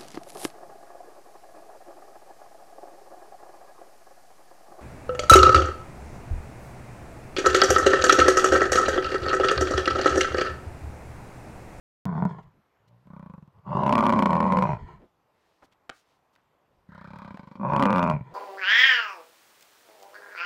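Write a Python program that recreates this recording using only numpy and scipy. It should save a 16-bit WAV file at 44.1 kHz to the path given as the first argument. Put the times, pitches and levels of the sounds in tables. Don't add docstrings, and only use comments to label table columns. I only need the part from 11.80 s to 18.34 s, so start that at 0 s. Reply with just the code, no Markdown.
import sys
import numpy as np
from scipy import signal
from scipy.io import wavfile
from scipy.ndimage import uniform_filter1d

SR = 44100
rng = np.random.default_rng(int(sys.argv[2]) if len(sys.argv) > 2 else 0)


def boost_factor(decibels):
    exponent = np.asarray(decibels, float) / 20
    return 10 ** exponent


def waveform_to_disk(signal):
    frames = np.transpose(np.atleast_2d(signal))
    scaled = np.clip(frames, -1, 1) * 32767
    samples = np.round(scaled).astype(np.int16)
    wavfile.write(sys.argv[1], SR, samples)


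N = 288414


def evened(x):
    return x / np.sqrt(np.mean(x ** 2) + 1e-20)


def steadied(x, seconds):
    width = int(seconds * SR)
    power = uniform_filter1d(uniform_filter1d(x ** 2, width), width)
    return x / np.sqrt(abs(power) + 1e-20)


def read(points, hz):
    f, value = np.transpose(points)
    return np.interp(np.log(hz + 1), np.log(f + 1), value)


def follow(table, t):
    when, *columns = np.transpose(table)
    return [np.interp(t, when, column) for column in columns]


def add(mix, s, sound):
    part = mix[round(s * SR):][:len(sound)]
    part += sound[:len(part)]


def resonate(x, hz, width_hz):
    turn = np.exp(2j * np.pi * np.cumsum(hz * np.ones(len(x))) / SR)
    r = np.exp(-np.pi * width_hz / SR)
    return 2 * (turn * signal.lfilter([1 - r], [1, -r], x / turn + 1e-18)).real


def ring(x, hz, width_hz, skirt_hz):
    return resonate(resonate(resonate(x, hz, width_hz), hz, skirt_hz), hz, skirt_hz)


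# pitch_hz, level_db (per Hz)
AIR_COLOUR = [(15, -39.5), (25, -16), (110, -1.5), (210, -7.5), (400, -4), (520, -4.5), (750, -4),
              (1020, -4.5), (1520, -12), (2350, -17), (5000, -27.5), (9300, -34.5), (13000, -35),
              (16000, -50.5)]


def air():
    frames, hz = N // 256 + 5, np.fft.rfftfreq(1024, 1 / SR)
    a, b, patches = rng.standard_normal((frames, 513, 3)).T
    patches = evened(uniform_filter1d(uniform_filter1d(patches, 14, 0), 20, 1))
    swell = evened(uniform_filter1d(rng.standard_normal(frames), 30))
    z = (a + 1j * b) * boost_factor(read(AIR_COLOUR, hz)[:, None] + 1.5 * patches + 0.6 * swell)
    hiss = signal.istft(z, nperseg=1024, noverlap=768)[1][:N]
    insect_hz, insect_width_hz = 12900, 250
    insect = resonate(rng.standard_normal(N), insect_hz, insect_width_hz)
    insect = resonate(insect, insect_hz, insect_width_hz)
    return boost_factor(-70.5) * evened(hiss) + boost_factor(-96) * evened(insect)


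# start_s, level_db,
# length_s, # centre_hz
RUSTLES = [(.5, -57.5, 0.23, 45), (0.71, -64.5, 0.12, 170), (2.081, -51.5, 0.59, 34.38),
           (2.484, -48.5, .45, 36.6), (2.997, -39, 0.067, 49), (3.102, -53.5, 0.13, 45),
           (6.0, -55, 0.45, 35.1), (1.0707, -71.5, 0.027, 3000), (3.455, -78, 0.6, 3100),
           (3.816, -53, 0.031, 705), (3.823, -62.5, 0.043, 240), (3.83, -66.5, 0.038, 3390),
           (3.912, -66.5, 0.03, 2490), (4.092, -67.5, 0.16, 4020), (4.194, -75.5, 0.23, 3070),
           (4.524, -76, 0.03, 3970), (4.552, -64.5, 0.00445, 2500), (4.559, -57, 0.0061, 1400),
           (4.5598, -72, 0.066, 886), (4.85, -71.5, 0.25, 71), (5.57, -41.5, 0.0079, 748),
           (6.493, -50.5, .07, 453), (3.18, -54, .1, 300), (0.62, -70.5, 0.029, 2100),
           (.451, -50, 0.0042, 4000)]


def rustling():
    out = np.zeros(N)
    for (s, db, length, hz), snaps in zip(RUSTLES, rng.standard_normal((len(RUSTLES), SR // 2))):
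        spiky = snaps * abs(snaps)
        clump = evened(resonate(resonate(spiky, hz, 2.2 * hz), hz, 1.2 * hz))[:int(length * SR)]
        add(out, s, boost_factor(db) * clump * signal.windows.hann(len(clump)) ** 0.75)
    return out


# start_s, peak_db
KNOCKS = [
    (4.0943, -25),
    (4.0959, -25),
    (4.0986, -18.5),
    (4.0999, -31),
]
# pitch_hz, level_db, fade_s (time to fall 60 dB)
HORN_TONES = [(150, -14, .03), (330, -5, .02), (560, -4, .02), (770, -5, .012), (1300, 3, .012),
              (1540, -4, .01), (2200, -9, .008), (2950, -7, .008), (7300, -16, .004)]


def horns():
    out, t = np.zeros(N), np.arange(2000) / SR
    tones = -sum(boost_factor(db - 60 * t / fade) * np.cos(2 * np.pi * hz * t) for hz, db, fade in HORN_TONES)
    tones = np.convolve(tones, np.hanning(7))
    for s, db in KNOCKS:
        add(out, s, boost_factor(db) * tones / abs(tones).max())
    return out


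# pitch_hz, fade_s (time to fall 60 dB)
ECHO_FADE = [(200, 0.093), (1500, 0.21), (5000, 0.057), (14000, 0.028)]


def scattered(x):
    taps = np.zeros(SR // 2)
    at = np.arange(400, SR // 2 - 20, 20)
    taps[at + rng.integers(0, 20, len(at))] = rng.choice([-1., 1.], len(at))
    hz, t, z = signal.stft(taps, SR, nperseg=256)
    fade = boost_factor(-60 * t / read(ECHO_FADE, hz)[:, None])
    tail = signal.istft(z * fade, SR, nperseg=256)[1]
    return signal.fftconvolve(x, tail / np.linalg.norm(tail))[:N]


# time_s, effort_db, fold_pulses_hz, chest_hz, mouth_opening_0to1
CALL_END = [
    ((.3, .62, .02, -3, -12), [(.259, -27, 94, 160, .2), (.28, -28.5, 92, 158, .3), (.34, -29, 86, 170, .35), (.42, -24, 79, 166, .45), (.465, -23, 74, 179, .3)]),
    ((.5, .75, .2, 6, -10), [(.5, -32, 68, 168, .35), (.57, -45, 55, 143, .5), (.592, -43, 52, 140, .75), (.63, -55, 48, 135, .3), (.665, -52, 47, 128, .3), (.74, -71, 49, 126, .5)]),
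]
FIRST_GRUNT = [
    ((.06, .05, -3.5, -11, -5), [(1.0, -70.5, 54, 104, 0.18), (1.05, -69, 55.4, 108, 0.19), (1.14, -56, 58.8, 115, 0.16), (1.24, -67.5, 65, 116, .05)]),
    ((.03, 0.26, -10, -1, -4), [(1.271, -51, 32, 154, .25), (1.35, -45.5, 32, 163, .4), (1.4, -45.5, 31.8, 164, .4), (1.462, -46, 27, 165, .4), (1.54, -46, 24, 164, .4), (1.63, -50, 19, 148, .15), (1.7, -59, 16, 122, .2)]),
    ((1.1, 1.3, 1.3, 1.4, -3), [(1.746, -61.5, 45, 107.8, 0.5), (1.786, -54, 49, 95, 0.38), (1.83, -69, 60, 150.2, 0.44)]),
]
FIRST_BELLOW = [
    ((.1, .52, 3.5, -4, 0), [(1.865, -42.5, 60.5, 161, 0.72), (1.89, -34, 67.3, 156.4, 0.55), (1.95, -27.5, 66.2, 167.6, 0.81), (2.03, -28, 63.4, 185, 0.88), (2.09, -27, 67, 202.2, 0.99)]),
    ((0.4, 0.59, -0.042, 0.37, -1.8), [(2.11, -22.5, 89.65, 233, 0.88), (2.22, -24.5, 96, 222.5, 0.93), (2.4, -22, 95, 223, 0.77), (2.54, -24.5, 83.8, 180, 0.84), (2.66, -24.5, 79.4, 199.6, 0.82), (2.82, -22.5, 75.5, 185.4, 0.79)]),
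    ((0.05, 0.54, 0.9, 4, -2), [(2.86, -29, 69, 155, 0.83), (2.93, -26.5, 60.6, 125, 0.58), (2.97, -40, 59.7, 111, 0.6)]),
    ((0.41, 1.2, 0.8, 11, -10), [(3.0, -49.5, 68.3, 98.4, 0.83), (3.045, -42.5, 45.96, 86.4, 0.045), (3.09, -52.5, 46.2, 97.5, 0.99), (3.14, -50, 46, 136, 0.61), (3.25, -73.5, 44.3, 122, 0.53)]),
]
SECOND_GRUNT = [
    ((0.26, 0.83, -0.2, 8.5, -1), [(5.075, -67.5, 34.57, 151.5, 0.061), (5.095, -48.5, 33.58, 161, 0.14), (5.15, -52, 33.14, 163, 0.7), (5.3, -47, 33.9, 170, 0.57), (5.46, -47, 33.1, 179, 0.71), (5.51, -46.5, 31.14, 186, 0.6)]),
    ((0.036, 0.84, .95, 7.5, 1.1), [(5.543, -45, 19.63, 182, 0.48), (5.59, -47.5, 26.5, 167, 0.73), (5.63, -53, 24.56, 164, 0.78), (5.71, -51, 24.53, 163, 0.71), (5.77, -50.5, 23.2, 193, 0.81)]),
]
SECOND_BELLOW = [
    ((0.2, 0.5, 0, -5, 1), [(5.785, -33, 70.4, 194, 0.087), (5.81, -33.5, 88.8, 207, 0.49), (5.83, -30, 130.3, 192, 0.82), (5.88, -31, 135.7, 170, 0.82)]),
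    ((.08, .62, 4.5, 0, 5), [(5.89, -30, 67.5, 157.4, 0.93), (5.985, -25.5, 69.35, 191.5, 0.94), (5.997, -24.5, 130.8, 204.2, 0.83), (6.015, -25, 130.1, 215.6, 1)]),
    ((.07, .22, .4, 5, 7), [(6.03, -21, 96.4, 223.2, 0.82), (6.09, -24, 94.8, 207.8, 0.78), (6.19, -24.5, 88.7, 188.3, 0.84), (6.25, -24.5, 85.3, 186.7, 0.72), (6.326, -25.5, 80.6, 168.3, 0.78), (6.342, -22, 74.1, 141.5, 0.14), (6.39, -37.5, 71.7, 134.4, 0.39), (6.41, -34.5, 62.9, 123, 0.067)]),
    ((.6, 1, -3, 10, -6), [(6.44, -47, 58.1, 124, .1), (6.48, -50.5, 55, 140, 0.7), (6.54, -52.5, 54.4, 180, 0.35)]),
]
BREATHS = [CALL_END, FIRST_GRUNT + FIRST_BELLOW, SECOND_GRUNT + SECOND_BELLOW]
# shut_db, open_db (of the mouth)
SECOND_DB, THIRD_DB, UPPER_DB = (-22, -0.5), (-21.5, 4.5), (-33.5, -19.5)
# shut_hz, open_hz
SECOND_HZ, THIRD_HZ = (570, 605.6), (1037, 1028.3)


def controls(t):
    blend_s = 0.019
    spent_db = 23
    phrases = sum(BREATHS, [])
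    effort_db, rate, chest_hz, mouth = follow([row for _, rows in phrases for row in rows], t)
    starts = [rows[0][0] for _, rows in phrases]
    which = np.maximum(np.searchsorted(starts, t + blend_s / 2) - 1, 0)
    kinds = np.array([(*kind, max(row[1] for row in rows)) for kind, rows in phrases])
    blended = uniform_filter1d(kinds[which], int(blend_s * SR), axis=0).T
    uneven, breath, damping, rasp_db, fifth_db, peak_db = blended
    spent = np.clip((peak_db - effort_db) / spent_db, 0, 1) ** 2
    shares = (uneven, spent * (rate > 34)), (breath, spent), (damping, spent)
    uneven, breath, damping = (np.clip(v + (1 - v) * fade, 0, 1) for v, fade in shares)
    lift = 0.25 * (chest_hz - 180)
    second_db, third_db, upper_db, second_hz, third_hz = (
        shut + (wide - shut) * mouth for shut, wide in (SECOND_DB, THIRD_DB, UPPER_DB, SECOND_HZ, THIRD_HZ))
    return (rate, uneven, breath, damping), (effort_db, second_db, third_db, upper_db + rasp_db, fifth_db,
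                                             chest_hz, second_hz + lift, third_hz + lift)


# start_s, strength_db (over a plain
SLAPS = [(.28, 5), (.302, 4), (.326, 8), (.352, 6), (.378, 5.5), (.401, 4), (.423, 15.5), (.452, 19.5),
         (.475, 5), (.492, 0), (.509, 6.5), (.529, 0.5), (.585, 1.5), (1.786, 26), (1.905, -1),
         (1.929, 2.5), (1.951, 2.5), (1.969, 5.5), (1.99, 0), (2.019, -0.5), (2.063, 6), (2.093, 5.5),
         (2.108, 5.5), (2.125, 11), (2.153, 13), (2.179, 11), (2.196, 6), (2.226, 10), (2.265, 12),
         (2.293, 11), (2.324, 9), (2.361, 2), (2.371, -1), (2.39, 9), (2.423, 14.5), (2.457, 14),
         (2.505, 6), (2.53, 9.5), (2.553, 9), (2.578, 6.5), (2.603, 12.5), (2.627, 10), (2.641, 8.5),
         (2.677, 0), (2.722, 8.5), (2.747, 6), (2.77, 11.5), (2.823, 10.5), (2.853, 9), (2.891, 5.5),
         (2.917, 3), (5.849, 10), (5.886, -0.5), (5.921, 1), (6.024, 9.5), (6.054, 11), (6.104, 5),
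         (6.127, 4.5), (6.159, 5.5), (6.275, 2),
         (0.657, 8), (1.875, 5.5), (2.033, 0.5), (2.049, 1.5), (2.078, 4), (2.169, 8), (2.206, 7.5),
         (2.218, -5), (2.136, 8.5), (2.145, -5.5), (2.276, 8), (2.302, 8), (2.313, -5), (2.237, 7),
         (2.335, 6), (2.346, -2.5), (2.401, 7), (2.493, 1), (2.566, 7.5), (2.701, 2.5), (2.786, 8),
         (2.8, -2), (2.932, 4), (5.832, 3), (5.948, -2), (5.977, -1.5), (5.995, 4), (6.035, 5.5),
         (6.046, -2), (6.095, 4), (6.114, -1.5), (6.137, 0.5), (6.148, 1.5), (6.181, 4.5), (6.204, -0.5),
         (6.227, 5), (6.25, 1.5), (6.298, 4), (6.324, -3), (6.409, 4)]
RESTARTS_S = [
    .259,
    1.0,
    1.271,
    1.746,
    1.865,
    3.034,
    5.089,
    5.543,
    5.797,
]


def folds(hz, uneven):
    slaps = sorted(SLAPS + [(s, 0) for s in RESTARTS_S])
    pulses, ends = np.zeros(N), [row[0] for row in slaps[1:]] + [N / SR]
    for (now, over_db), end, chance in zip(slaps, ends, rng.standard_normal((len(slaps), 200, 2))):
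        cycles = hz[int(now * SR):int(end * SR)].sum() / SR
        fit = cycles / max(round(cycles - .1), 1) if end - now < .12 else 1
        chance = chance * (np.arange(200) > 0)[:, None]
        for late, strong in chance:
            period, rough = fit / hz[int(now * SR)], uneven[int(now * SR)]
            pulses[round(now * SR) - 1] = boost_factor(over_db + 8.0 * rough * strong)
            over_db *= .55
            now += period * np.clip(1 + .3 * rough * late, .5, 2)
            if now > end - .6 * period:
                break
    return pulses


# time_s, level_db, start_hz, rise_hz_per_s
WHOOSH = [(1.27, -73, 940, 9000), (1.33, -52, 1000, 7040), (1.46, -58.5, 940, 7000), (1.55, -55, 930, 6000),
          (1.631, -69.5, 960, 6000), (5.085, -77, 980, 30000), (5.099, -57.5, 990, 30200),
          (5.14, -51.5, 1000, 34600), (5.25, -49, 1000, 35300), (5.321, -53, 840, 19800),
          (5.449, -46, 840, 19900), (5.52, -51, 860, 15100), (5.56, -61, 900, 8950),
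          (5.768, -64, 915, 9000)]


def gap_whoosh(t, since, white):
    gap_db, gap_hz, rise = follow(WHOOSH, t)
    late = since / 0.0074
    rush = steadied(ring(white, gap_hz + rise * np.minimum(since, .022), 200, 600), 0.062)
    return boost_factor(gap_db) * rush * late * np.exp(1 - late)


def leaking_air(pulses, slack, breath, white):
    gusts = .5 + 1.5 * slack + evened(signal.lfilter([1], [1, -.994], pulses))
    leak = steadied(gusts * rng.standard_normal(N), 0.031)
    sighing = uniform_filter1d(np.clip((breath - .82) / .15, 0, 1), 400)
    return np.sqrt(abs(1 - sighing)) * leak + np.sqrt(abs(sighing)) * white


WIDTHS_HZ = [30, 108, 54, 163, 170]


def chest_sound(low, chest_hz, damping, slack):
    ringing, damped = (steadied(ring(low, chest_hz, w, 160), 0.23) for w in WIDTHS_HZ[:2])
    body = steadied(ring(low, 140.6, 88, 80), 0.075)
    return (1 - damping) * ringing + damping * damped + 0.36 * (1 - slack) * body


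# time_s, second_factor, third_twin_factor
TONGUE = [(.26, 1.13, 0.76), (0.701, 1.03, 0.99), (1.002, 1.1, 0.86), (1.8, 0.85, 1), (1.949, 0.98, 0.95),
          (2.08, 0.95, 0.86), (2.199, 0.91, 0.99), (2.381, 0.91, 0.92), (2.55, 0.89, 0.93),
          (2.821, 0.83, 0.89), (2.89, 1.055, 0.84), (2.97, 1.03, .89), (3.1, 1.07, 0.907),
          (5.1, 0.99, 0.92), (5.3, 0.963, 0.81), (5.75, 0.91, 0.98), (5.9, 0.92, 0.91), (6.021, 0.89, 1),
          (6.12, 0.85, 0.99), (6.25, 1.01, 1), (6.36, 1.02, 0.88)]


def throat_sounds(drive, t, second_hz, third_hz, breath, slack):
    on_second, on_twin = follow(TONGUE, t)
    second = ring(drive, on_second * second_hz, WIDTHS_HZ[2], 440)
    second -= (0.22 - 0.11 * slack) * ring(drive, on_second * 400, 85, 270)
    second += 1.1 * (1 - slack) * breath ** 2 * ring(drive, 316, 310, 570)
    third = ring(drive, 0.9336 * third_hz, WIDTHS_HZ[3], 760)
    third -= 0.72 * ring(drive, on_twin * 1.159 * third_hz, 50, 1000)
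    return second, third


# time_s, pitch_hz, level_db (over the third)
NOSE = [(.26, 1430, -9.5), (.7, 1380, -12.5), (1.3, 1500, -13.5), (1.799, 1460, -13), (1.95, 1380, -19),
        (2.2, 1443, -15.5), (2.45, 1500, -19), (2.7, 1460, -23), (2.969, 1340, -13), (3.1, 1330, -9.5),
        (5.1, 1475, -8.5), (5.5, 1520, -7.5), (5.85, 1420, -17.5), (6.03, 1450, -13.5), (6.2, 1396, -7.5),
        (6.34, 1330, -11.5), (6.5, 1370, -10)]


def nose_sound(drive, t):
    nose_hz, nose_db = follow(NOSE, t)
    return ring(drive, nose_hz, 130, 890), nose_db


# time_s, fourth_hz, fifth_hz, sixth_hz, seventh_hz, eighth_hz
PALATE = [(.3, 1720, 2150, 3400, 4500, 5250), (.5, 1700, 2200, 3400, 4000, 5300),
          (.62, 1660, 2100, 3000, 4000, 4650), (1.3, 1750, 2200, 3550, 3900, 4900),
          (1.6, 1700, 2600, 3000, 3900, 4900), (1.9, 1960, 2760, 3250, 4650, 5100),
          (2.02, 1900, 2860, 3850, 5000, 5800), (2.13, 1850, 2400, 3000, 4160, 5120),
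          (2.28, 1950, 2300, 3000, 3980, 5100), (2.42, 1900, 2350, 3100, 4200, 5250),
          (2.58, 1750, 2350, 2990, 4180, 5300), (2.72, 1940, 2350, 2950, 4130, 4900),
          (2.9, 2020, 2450, 2900, 4110, 5800), (3.01, 1830, 2350, 3140, 4540, 5040),
          (3.12, 1810, 2300, 2890, 4160, 4690), (5.1, 1650, 1950, 2930, 3750, 4950),
          (5.25, 1800, 2350, 3340, 4000, 4800), (5.4, 1900, 2450, 3340, 3770, 4690),
          (5.65, 1850, 2250, 3000, 3900, 4760), (5.87, 1950, 2450, 3450, 4600, 5900),
          (5.96, 1950, 2430, 3420, 4160, 5190), (6.13, 1950, 2400, 3320, 4000, 4930),
          (6.27, 1950, 2410, 3550, 4200, 5300), (6.39, 1770, 2300, 2910, 4000, 4890),
          (6.5, 1870, 2400, 3490, 4000, 4760)]
# width_hz, level_db (over the fourth)
UPPER = [(520, -14.5), (650, -18.5), (700, -23)]


def palate_sound(high, airy, soft, t, since, fifth_db, breath, slack):
    fourth_hz, fifth_hz, *top_hz = follow(PALATE, t)
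    upper = boost_factor(fifth_db) * ring(high, fifth_hz, 160, 1200) - ring(high, fourth_hz, WIDTHS_HZ[4], 1200)
    for hz, (width_hz, db) in zip(top_hz, UPPER):
        upper += boost_factor(db) * ring(airy + .4 * soft, hz, width_hz, 1300)
    upper += boost_factor(-31) * ring(airy, 6200, 3000, 4200)
    upper += 0.23 * slack * breath * ring(airy, 3750, 2700, 3400)
    dryness = np.clip(1.3 * slack * (1 - breath), 0, .9)
    return upper * (1 - dryness * (1 - np.exp(-since / .012)))


def loudness_punch(pulses, last_pulse):
    latest_db = 20 * np.log10(pulses[last_pulse] + 1e-3)
    extra_db = uniform_filter1d(latest_db, 60) - uniform_filter1d(latest_db, 2600)
    return boost_factor(np.clip(0.15 * extra_db, -9, 9))


def voice():
    times, out = np.arange(N) / SR, np.zeros(N)
    (rate, uneven, *shares), throat = controls(times)
    pulses = folds(rate, uneven)
    slackness = np.clip((44 - rate) / 10, 0, 1)
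    last_pulse = np.maximum.accumulate(np.arange(N) * (pulses > 0))
    gap_s = times - np.maximum.accumulate(times * (pulses > 0))
    blunt = steadied(signal.oaconvolve(pulses, signal.windows.hann(13))[:N], 0.66)
    white = rng.standard_normal(N)
    whoosh = gap_whoosh(times, gap_s, white)
    leaking = leaking_air(pulses, slackness, shares[0], white)
    smooth = steadied(0.2 * leaking + white, 0.075)
    punch = loudness_punch(pulses, last_pulse)
    everything = (times, gap_s, slackness, *shares, blunt, leaking, smooth, *throat)
    for phrases in BREATHS:
        start, end = phrases[0][1][0][0] - .007, phrases[-1][1][-1][0]
        at = slice(round(start * SR), round(end * SR))
        (t, since, slack, breath, damping, soft, leak, airy, effort_db, second_db, third_db, upper_db,
         fifth_db, chest_hz, second_hz, third_hz) = (c[at] for c in everything)
        low_share = breath ** 2 * (1 - .75 * slack)
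        high_share = np.maximum(.3 + .7 * breath, .9 * slack)
        drive, low, high = (np.sqrt(1 - share) * soft + np.sqrt(share) * leak
                            for share in (breath, low_share, high_share))
        chest = chest_sound(low, chest_hz, damping, slack)
        puff = ring(drive, 92, 63, 89)
        puff_db = -28 + 8 * breath + (16 - 9 * damping) * slack
        second, third = throat_sounds(drive, t, second_hz, third_hz, breath, slack)
        upper = palate_sound(high, airy, soft, t, since, fifth_db, breath, slack)
        nose, nose_db = nose_sound(drive, t)
        parts = [(-chest, 0), (-puff, puff_db), (-second, second_db - 4 * slack),
                 (third, third_db - 3 * slack), (-upper, upper_db), (nose, third_db + nose_db)]
        call = sum(boost_factor(db) * steadied(part, 0.033) for part, db in parts)
        call *= 1 - 0.6 * slack * (1 - 2 * np.exp(-(since / .014) ** 2))
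        closing = np.clip((end - t) / 0.0016, 0, 1)
        out[at] = (boost_factor(effort_db) * punch[at] * call + slack * whoosh[at]) * closing
    return out


def scene():
    near, far = voice(), horns() + rustling()
    echoes = scattered(boost_factor(-21) * near + boost_factor(-19.5) * far)
    return (near + far + echoes + air())[None]


def low_pass(x):
    return signal.sosfilt(signal.butter(12, 16000, fs=SR, output="sos"), x)


def record(dry):
    start_s, overload = .2545, .222
    after = np.arange(N) / SR - start_s
    live = (dry + .06 * np.exp(-abs(after) / .0012)) * (after >= 0)
    clipped = np.clip(live, -overload, overload)
    coupled = signal.lfilter(*signal.butter(1, 25, "high", fs=SR), clipped)
    return low_pass(coupled)


dry = scene()
out = record(dry)
waveform_to_disk(out)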